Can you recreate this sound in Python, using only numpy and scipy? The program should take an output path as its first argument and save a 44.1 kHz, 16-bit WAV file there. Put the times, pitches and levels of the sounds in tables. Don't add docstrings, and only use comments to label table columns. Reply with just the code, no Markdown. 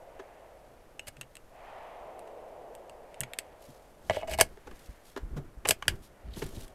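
import sys
import numpy as np
from scipy import signal
from scipy.fft import rfft, irfft
from scipy.io import wavfile
from scipy.ndimage import uniform_filter1d

SR = 44100
rng = np.random.default_rng(int(sys.argv[2]) if len(sys.argv) > 2 else 0)


def store_pcm(level_fs):
    pcm = np.round(np.clip(level_fs, -1, 1) * 32767).astype(np.int16)
    wavfile.write(sys.argv[1], SR, np.atleast_2d(pcm).T)


N = 297234
TIME = np.arange(N) / SR


def amp(db):
    return 10 ** (np.asarray(db) / 20)


def unit(x):
    return x / np.sqrt(np.mean(x ** 2) + 1e-20)


def at_energy(x, length_s):
    return np.sqrt(length_s * SR) * x / np.linalg.norm(x)


def along(rows, t, axis=1):
    rows = np.array(rows)
    return np.interp(t, rows[:, 0], rows[:, axis])


def across(points, f):
    at, value = np.transpose(points)
    return np.interp(np.log(f + 1e-6), np.log(at), value)


def add(mix, s, sound):
    part = mix[round(s * SR):][:len(sound)]
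    part += sound[:len(part)]


def coloured(x, spectrum):
    gain = amp(across(spectrum, np.fft.rfftfreq(len(x), 1 / SR)))
    return unit(irfft(rfft(x) * gain, len(x)))


def gritty(count, grit_db, grain_s):
    t = np.arange(count) / SR
    knots = np.arange(0, t[-1] + grain_s, grain_s)
    grain_db = grit_db * np.interp(t, knots, rng.standard_normal(count)[:len(knots)])
    return unit(rng.standard_normal(count) * amp(grain_db))


def ring(modes, crack, pitch=1, damping=1):
    t = np.arange(SR // 6) / SR
    out = np.zeros(len(t))
    for hz, width_hz, db in modes:
        decay = np.exp(-np.pi * width_hz * damping * t)
        out += amp(db) * 2 * np.pi * width_hz / SR * decay * np.cos(2 * np.pi * hz * pitch * t)
    out[0] += crack
    return out


# (low f/Hz, high f/Hz)
REGISTERS = [(220, 1200), (1300, 3400), (3400, 7000), (7000, 14200)]


def sounded(force, bodies, length_s, levels_db):
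    out = 0
    for band, body, db in zip(REGISTERS, bodies, levels_db):
        band_filter = signal.butter(3, band, "band", fs=SR, output="sos")
        part = signal.sosfilt(band_filter, signal.fftconvolve(force, body))
        out = out + amp(db) * at_energy(part, length_s)
    return out


def blows(rows, body_at, chatter, settle_s):
    out, t = np.zeros(N), np.arange(SR // 12) / SR
    for s, contact_s, *levels_db in rows:
        u = t / contact_s
        push = 2 * u * np.exp(1 / 2 - 2 * u ** 2)
        settling = chatter * (1 - np.exp(-u)) * np.exp(-t / settle_s)
        force = (push + settling) * rng.standard_normal(len(t))
        add(out, s, sounded(force, body_at(s), contact_s, levels_db))
    return out


TIP = (-.7, -1, 0, 1)


def touches(rows, shares_db):
    return [(s, contact_s, *(db + np.array(shares_db) + bright * np.array(TIP)))
            for s, contact_s, db, bright in rows]


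def bolt_touches(rows, steel_shares_db=(.4, -.6, .3)):
    out = []
    for s, length_s, stock_db, steel_db, bright in rows:
        steel = steel_db + np.array(steel_shares_db) + bright * np.array(TIP[1:])
        out.append((s, length_s, stock_db, *steel))
    return out


# (f/Hz, width/Hz, level/dB)
STEEL_MODES = [(1990, 12, -2.5), (2170, 11, -0.5), (1700, 79, 0), (1993, 120, -5), (2214, 81, 3),
               (2540, 160, 0.5), (2890, 112, -1), (3163, 81, -6), (3800, 250, -14), (4300, 300, -5.5),
               (4800, 240, 0), (5230, 130, -3), (6040, 620, -9.5), (7520, 200, -2.5), (8000, 190, -2),
               (8450, 110, -11.5), (9100, 280, -3.5), (9300, 200, -4.5), (10040, 210, -9.5),
               (11700, 60, -3.5), (12000, 170, -10), (13900, 210, -14.5)]
# (f/Hz, width/Hz, level/dB)
STOCK_MODES = [(518, 53, -11), (588, 49, 8.5), (683, 69, -8), (812, 30, -11.5), (1060, 90, -19)]
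# (t/s, pitch factor, width factor)
GRIP = [(4.10, 1.105, 1.14), (4.13, 0.87, 1.3), (4.17, 1.06, 1.1), (4.23, 1.14, 0.78), (4.275, 1.13, 0.57),
        (4.31, 1.03, 2.6), (4.386, 1.12, 0.88), (4.41, 0.99, 1.83), (5.65, 0.89, 5.7), (5.71, 0.85, 5),
        (5.82, 1.98, 3), (5.88, 1, 5)]


def rifle_at(s, cavity_hz=640, cavity_width_hz=520, steel_grip=.55):
    pitch, damping = along(GRIP, s), along(GRIP, s, axis=2)
    stock = ring(STOCK_MODES, crack=.02, pitch=pitch, damping=damping)
    cavity_q = cavity_hz / cavity_width_hz / damping
    stock = signal.lfilter(*signal.iirpeak(cavity_hz * pitch, cavity_q, fs=SR), stock)
    steel = ring(STEEL_MODES, crack=0.16, damping=damping ** steel_grip)
    return stock, steel, steel, steel


# (t/s,
# contact/s, stock level/dB, steel level/dB, brightness/dB per register)
CLACKS = [(4.097, 0.0019, -15.5, -34.5, -11), (4.1066, 0.003, -23.5, -45, -10),
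          (4.1666, 0.0039, -24.5, -54, -6), (4.2226, 0.0027, -35, -62, -12),
          (4.229, .004, -30, -63.5, -17.5), (4.3146, .0008, -31.5, -39.5, 4), (4.3355, .0022, -40, -36, -5),
          (4.3763, 0.0036, -49.5, -48.5, -1), (4.386, 0.004, -20.5, -35.5, 0),
          (4.3928, .0014, -22.5, -34, -5.5), (4.3996, 0.0022, -26.5, -27, -3),
          (4.4093, 0.0043, -15.5, -16, 1.5), (5.65, 0.0024, -35.5, -50, -9), (5.653, 0.0046, -32, -40, -11),
          (5.6593, 0.002, -27, -43, -8), (5.6735, .002, -40, -45, 8), (5.687, 0.0025, -39, -22.5, 4),
          (5.6913, 0.0034, -24.5, -26.5, 4.5), (5.707, 0.0044, -27, -20.5, 0),
          (5.8233, 0.0038, -35, -45, -8.5), (5.8538, 0.0026, -52, -66, -12),
          (5.8802, .0026, -30, -19.5, -3.5)]


def clacks():
    return blows(bolt_touches(CLACKS), rifle_at, chatter=0.18, settle_s=0.011)


# (t/s, length/s, stock level/dB, steel level/dB, brightness/dB per register)
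SLIDES = [(1.066, .027, -54, -50.5, 0), (4.123, .056, -43.5, -54, -6), (4.174, .052, -47, -63, -9),
          (4.236, .018, -46.5, -76.5, -8), (4.27, .024, -37, -55, -4), (4.288, .07, -43, -47.5, -2.5),
          (4.404, .0098, -32, -35.5, -3), (5.668, .03, -43.5, -44, 2.5), (5.696, .03, -38.5, -43, 1)]


def slides():
    out, drag = np.zeros(N), gritty(N, grit_db=3.5, grain_s=0.002)
    for s, length_s, *levels_db in bolt_touches(SLIDES):
        force = drag[round(s * SR):][:round(length_s * SR)]
        force = force * signal.windows.tukey(len(force), .4)
        add(out, s, sounded(force, rifle_at(s), length_s, levels_db))
    return out


def rasp(s=4.123, length_s=0.086, hz=3150, width_hz=350, db=-47, fade_db=-12):
    count = round(length_s * SR)
    grit = gritty(count, grit_db=2, grain_s=0.0029)
    catches = signal.lfilter(*signal.iirpeak(hz, hz / width_hz, fs=SR), grit)
    easing = amp(db + fade_db * np.linspace(0, 1, count))
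    out = np.zeros(N)
    add(out, s, unit(catches) * signal.windows.tukey(count, .2) * easing)
    return out


# (t/s, contact/s, level/dB, brightness/dB per register)
TICKS = [(.1983, 0.0041, -68, -8), (.9936, 0.0026, -40.5, -7), (1.0813, 0.0025, -44.5, -1),
         (1.1668, .0045, -59.5, -7), (1.2108, 0.0029, -40, -2), (1.2166, 0.002, -49.5, -8),
         (1.231, .0017, -64, -14), (1.3528, 0.0028, -49.5, 0), (1.3676, 0.0018, -47, -3),
         (2.1918, 0.0029, -56.5, 3), (2.272, .008, -66.5, -6.5), (2.7508, 0.0014, -49.5, 1.5),
         (2.8956, 0.0019, -51, -3), (3.1423, 0.0029, -54, -4), (3.2055, 0.00067, -32.5, 11.5),
         (3.2102, 0.002, -42.5, -9), (3.2335, 0.0032, -40, -6), (3.3345, 0.0013, -37.5, -4.5),
         (3.3871, 0.0015, -27.5, -0.5), (6.679, 0.0034, -57.5, 0)]
# (f/Hz, width/Hz, level/dB)
SMALL_PART_MODES = [(690, 280, 8.5), (2060, 710, 5), (2560, 150, 8.5), (2690, 120, 6), (3760, 160, -13.5),
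                    (6500, 110, -4), (8200, 1000, 5.5), (9700, 670, -9), (11100, 220, -13),
                    (12400, 310, -11)]


def ticks(shares_db=(-10.5, -0.5, -1, 1.5)):
    body = ring(SMALL_PART_MODES, crack=0.037)
    bodies = [body] * len(REGISTERS)
    return blows(touches(TICKS, shares_db), lambda s: bodies, chatter=0.24, settle_s=0.0041)


def ping(s=.9945, hz=2890, db=-60, t60=.38):
    t = np.maximum(TIME - s, 0)
    return amp(db - 60 * t / t60) * np.sin(2 * np.pi * hz * t)


# (t/s, length/s, level/dB, middle f/Hz of the falling pitch)
THUMPS = [(1.082, 0.014, -50.5, 97), (1.169, 0.083, -55, 138.2), (3.2, 0.056, -44.5, 134.5),
          (3.684, 0.028, -51.5, 138), (4.3, 0.092, -43, 69.85), (4.885, 0.026, -40.5, 45.5),
          (5.228, 0.037, -35.5, 44.8), (5.314, .04, -37, 46.5), (5.362, 0.044, -36.5, 150),
          (5.568, 0.03, -44, 48.6), (5.931, 0.029, -40, 68), (6.241, 0.12, -42.5, 55.8),
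          (6.366, .012, -39.5, 116), (6.42, 0.041, -42.5, 154), (6.569, 0.019, -38, 99)]
JOLT_DB, JOLT_S, JOLT_HZ = -22, 0.025, 93


def thumps(sag=0.098, scuff=.5):
    out, t = np.zeros(N), np.arange(SR // 4) / SR
    jolts = [(s, JOLT_S, max(levels_db) + JOLT_DB, JOLT_HZ) for s, _, *levels_db in bolt_touches(CLACKS)]
    for s, length_s, db, hz in THUMPS + jolts:
        u = t / length_s
        falling_hz = hz * (1 + sag * (2 * np.exp(-2 * u) - 1))
        swing = np.sin(2 * np.pi * np.cumsum(falling_hz) / SR)
        lowpass = signal.butter(2, 2 * hz, fs=SR, output="sos")
        padding = unit(signal.sosfilt(lowpass, rng.standard_normal(len(t))))
        bump = u * np.exp(-3.2 * u) * (swing + scuff * padding)
        add(out, s, amp(db) * at_energy(bump, length_s))
    return out


# (t/s, contact/s, level/dB, brightness/dB per register)
PATS = [(.1898, .016, -63.5, -11.5), (4.5718, 0.0032, -65.5, -11.5), (4.6678, 0.013, -62, -7.5),
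        (4.7098, 0.0075, -65.5, -10.5), (5.1618, 0.0051, -51.5, -9), (5.1708, 0.0088, -53, -5.5),
        (5.362, 0.024, -60.5, -4), (6.3698, 0.0042, -59, -4), (6.417, .013, -52.5, -9.5),
        (6.4628, .0045, -53.5, 2.5)]
# (f/Hz, width/Hz, level/dB)
REST_MODES = [(270, 73, -2), (390, 85, 9), (590, 130, -20), (890, 140, -5.5), (1380, 690, -7),
              (1700, 220, 0)]


def pats(shares_db=(12, 1, 1.5, 1)):
    body = ring(REST_MODES, crack=0.11)
    bodies = [body] * len(REGISTERS)
    return blows(touches(PATS, shares_db), lambda s: bodies, chatter=0.42, settle_s=0.018)


def movements(rows, resting_db):
    power = amp(resting_db) ** 2
    for s, rise_s, fade_s, db in rows:
        t = TIME - s
        drop = np.where(t < 0, (t / rise_s) ** 2, t / fade_s)
        power = power + (amp(db) * np.exp(-np.minimum(drop, 20))) ** 2
    return np.sqrt(power)


# (t/s at the height, rise/s, fade/s, level/dB)
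RUBS = [(3.66, .06, 0.18, -61.5), (4.15, .11, 0.084, -59.5), (4.46, .1, 0.24, -69.5),
        (4.85, 0.15, 0.11, -62), (5.1, 0.075, 0.032, -60), (5.95, 0.16, 0.058, -66),
        (6.055, .03, 0.011, -55), (6.39, 0.037, 0.097, -49.5), (6.555, .025, 0.035, -55.5),
        (6.62, 0.034, .035, -53)]
# (f/Hz, relative level/dB)
CLOTH = [(800, -26.5), (2000, -4.5), (3200, 0.5), (5000, -1), (8500, -2.5), (13000, -3), (15000, -14),
         (16000, -9)]


def sleeves():
    return movements(RUBS, resting_db=-77.5) * coloured(gritty(N, grit_db=3.0, grain_s=0.0057), CLOTH)


# (t/s at the height, rise/s, fade/s, level/dB)
BRUSHES = [(6.265, .012, 0.027, -62.5), (6.345, 0.024, 0.046, -55), (6.43, .05, .035, -56),
           (6.56, 0.026, 0.016, -57), (6.62, .015, 0.029, -59.5)]
# (f/Hz, relative level/dB)
FIBRES = [(800, -26.5), (2000, -10.5), (3200, -0.5), (4300, -4), (6000, -15.5), (16000, -28.5)]


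def forearm():
    return movements(BRUSHES, resting_db=-94) * coloured(gritty(N, grit_db=8.5, grain_s=0.0028), FIBRES)


# (t/s at the height, rise/s, fade/s, level/dB)
SHIFTS = [(4.43, .3, 0.076, -44.5), (4.69, .05, .1, -48), (5.38, 0.17, .1, -45.5), (5.7, 0.065, 0.14, -47),
          (5.9, 0.036, .07, -36.5), (6.45, 0.073, 0.063, -36.5), (6.6, 0.054, 0.099, -43)]
# (f/Hz, relative level/dB)
SHIFTING = [(15, 5), (45, 0), (100, -8), (200, -12.5), (380, -11), (700, -29), (1500, -29), (4000, -51)]


def weight():
    return movements(SHIFTS, resting_db=-63.5) * coloured(gritty(N, grit_db=3, grain_s=0.022), SHIFTING)


# (f/Hz, t60/s)
SHELTER_DECAY = [(150, 0.2), (600, .16), (2200, 0.16), (5000, .11), (14000, .08)]


def shelter(x, near_db=-14, near_s=0.0064, tail_db=-23):
    t = np.arange(SR // 2) / SR
    near, late = rng.standard_normal((2, len(t))) * (t > .003)
    near = near * (rng.random(len(t)) < .1) * np.exp(-t / near_s)
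    hz, at, z = signal.stft(late, SR, nperseg=256)
    decay = amp(-60 * at / across(SHELTER_DECAY, hz)[:, None])
    late = signal.istft(z * decay, SR)[1][:len(t)]
    echo = amp(near_db) * near / np.linalg.norm(near) + amp(tail_db) * late / np.linalg.norm(late)
    return x + signal.fftconvolve(x, echo)[:N]


# (start t/s, length/s, roar level/dB, leaf level/dB)
GUSTS = [(-1.73, 2.87, -45, -58), (-0.03, 1.3, -58, -66.5), (1.4672, 2.81, -45, -58), (3, 1.5, -60, -65),
         (4.5, 0.89, -60, -66.5), (6, 3, -59, -70.5)]
GUST_RISE_S, GUST_FALL_DB = .27, -20
FRONT_S, CENTRE_HZ, FRONT_LIFT_HZ = 0.27, 585, 165
BREEZE_DB, HISS_UNDER_ROAR_DB = -68.5, -22


def gusts(t):
    roar_power, hiss_power, lift = amp(BREEZE_DB) ** 2, 0, 0
    strongest = max(amp(row[2]) for row in GUSTS)
    for start, length_s, roar_db, hiss_db in GUSTS:
        age = np.maximum(t - start, 0)
        front = (age / FRONT_S * np.exp(1 - age / FRONT_S)) ** 2
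        sinking = amp(roar_db + GUST_FALL_DB * (age / length_s) ** 2)
        roar_power = roar_power + (sinking * (1 - np.exp(-age / GUST_RISE_S))) ** 2
        hiss_power = hiss_power + (amp(hiss_db) * front) ** 2
        lift = lift + front * amp(roar_db) / strongest
    hiss_power = hiss_power + roar_power * amp(HISS_UNDER_ROAR_DB) ** 2
    return np.sqrt(roar_power), CENTRE_HZ + FRONT_LIFT_HZ * lift, np.sqrt(hiss_power)


# (f as a multiple of its centre, relative level/dB)
ROAR = [(.15, -36.5), (.45, -17.5), (.75, -5), (1, 0.5), (1.25, -4.5), (1.7, -13.5), (2.3, -26), (5, -38),
        (12, -65)]
# (f/Hz, relative level/dB)
LEAVES = [(500, -29), (1200, 1.5), (1900, 6), (2900, -1), (4000, -12), (7000, -25), (16000, -51.5)]
# (f/Hz, relative level/dB)
STILL_AIR = [(10, -6), (30, 2.5), (60, -6), (150, -13), (500, -12), (1500, -18.5), (4000, -32.5),
             (10000, -34), (14500, -35), (16000, -45.5)]


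def wind(patchy_db=0.53, air_db=-60):
    hz, t, z = signal.stft(rng.standard_normal(N), SR, nperseg=1024, noverlap=768)
    patches = uniform_filter1d(rng.standard_normal(z.shape), size=6, axis=0)
    patches = unit(uniform_filter1d(patches, size=12, axis=1))
    strength, centre_hz, hiss = gusts(t)
    z = z * amp(across(ROAR, hz[:, None] / centre_hz) + patchy_db * patches)
    roar = unit(signal.istft(z, SR, nperseg=1024, noverlap=768)[1][:N])
    leaves = coloured(rng.standard_normal(N), LEAVES)
    air = coloured(rng.standard_normal(N), STILL_AIR)
    return np.interp(TIME, t, strength) * roar + np.interp(TIME, t, hiss) * leaves + amp(air_db) * air


def scene():
    bolt = clacks() + slides() + rasp()
    handled = shelter(bolt + ticks() + pats() + ping())
    shooter = sleeves() + forearm() + weight()
    return (handled + thumps() + shooter + wind())[None]


EDGE_HZ = 15900


def record(dry, top_hz=14500):
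    rolloff = signal.butter(4, min(top_hz, EDGE_HZ), fs=SR, output="sos")
    softened = signal.sosfilt(rolloff, dry)
    band_limit = signal.firwin(255, EDGE_HZ, window=("kaiser", 9), fs=SR)
    return signal.oaconvolve(softened, band_limit[None], "same")


dry = scene()
out = record(dry)
store_pcm(out)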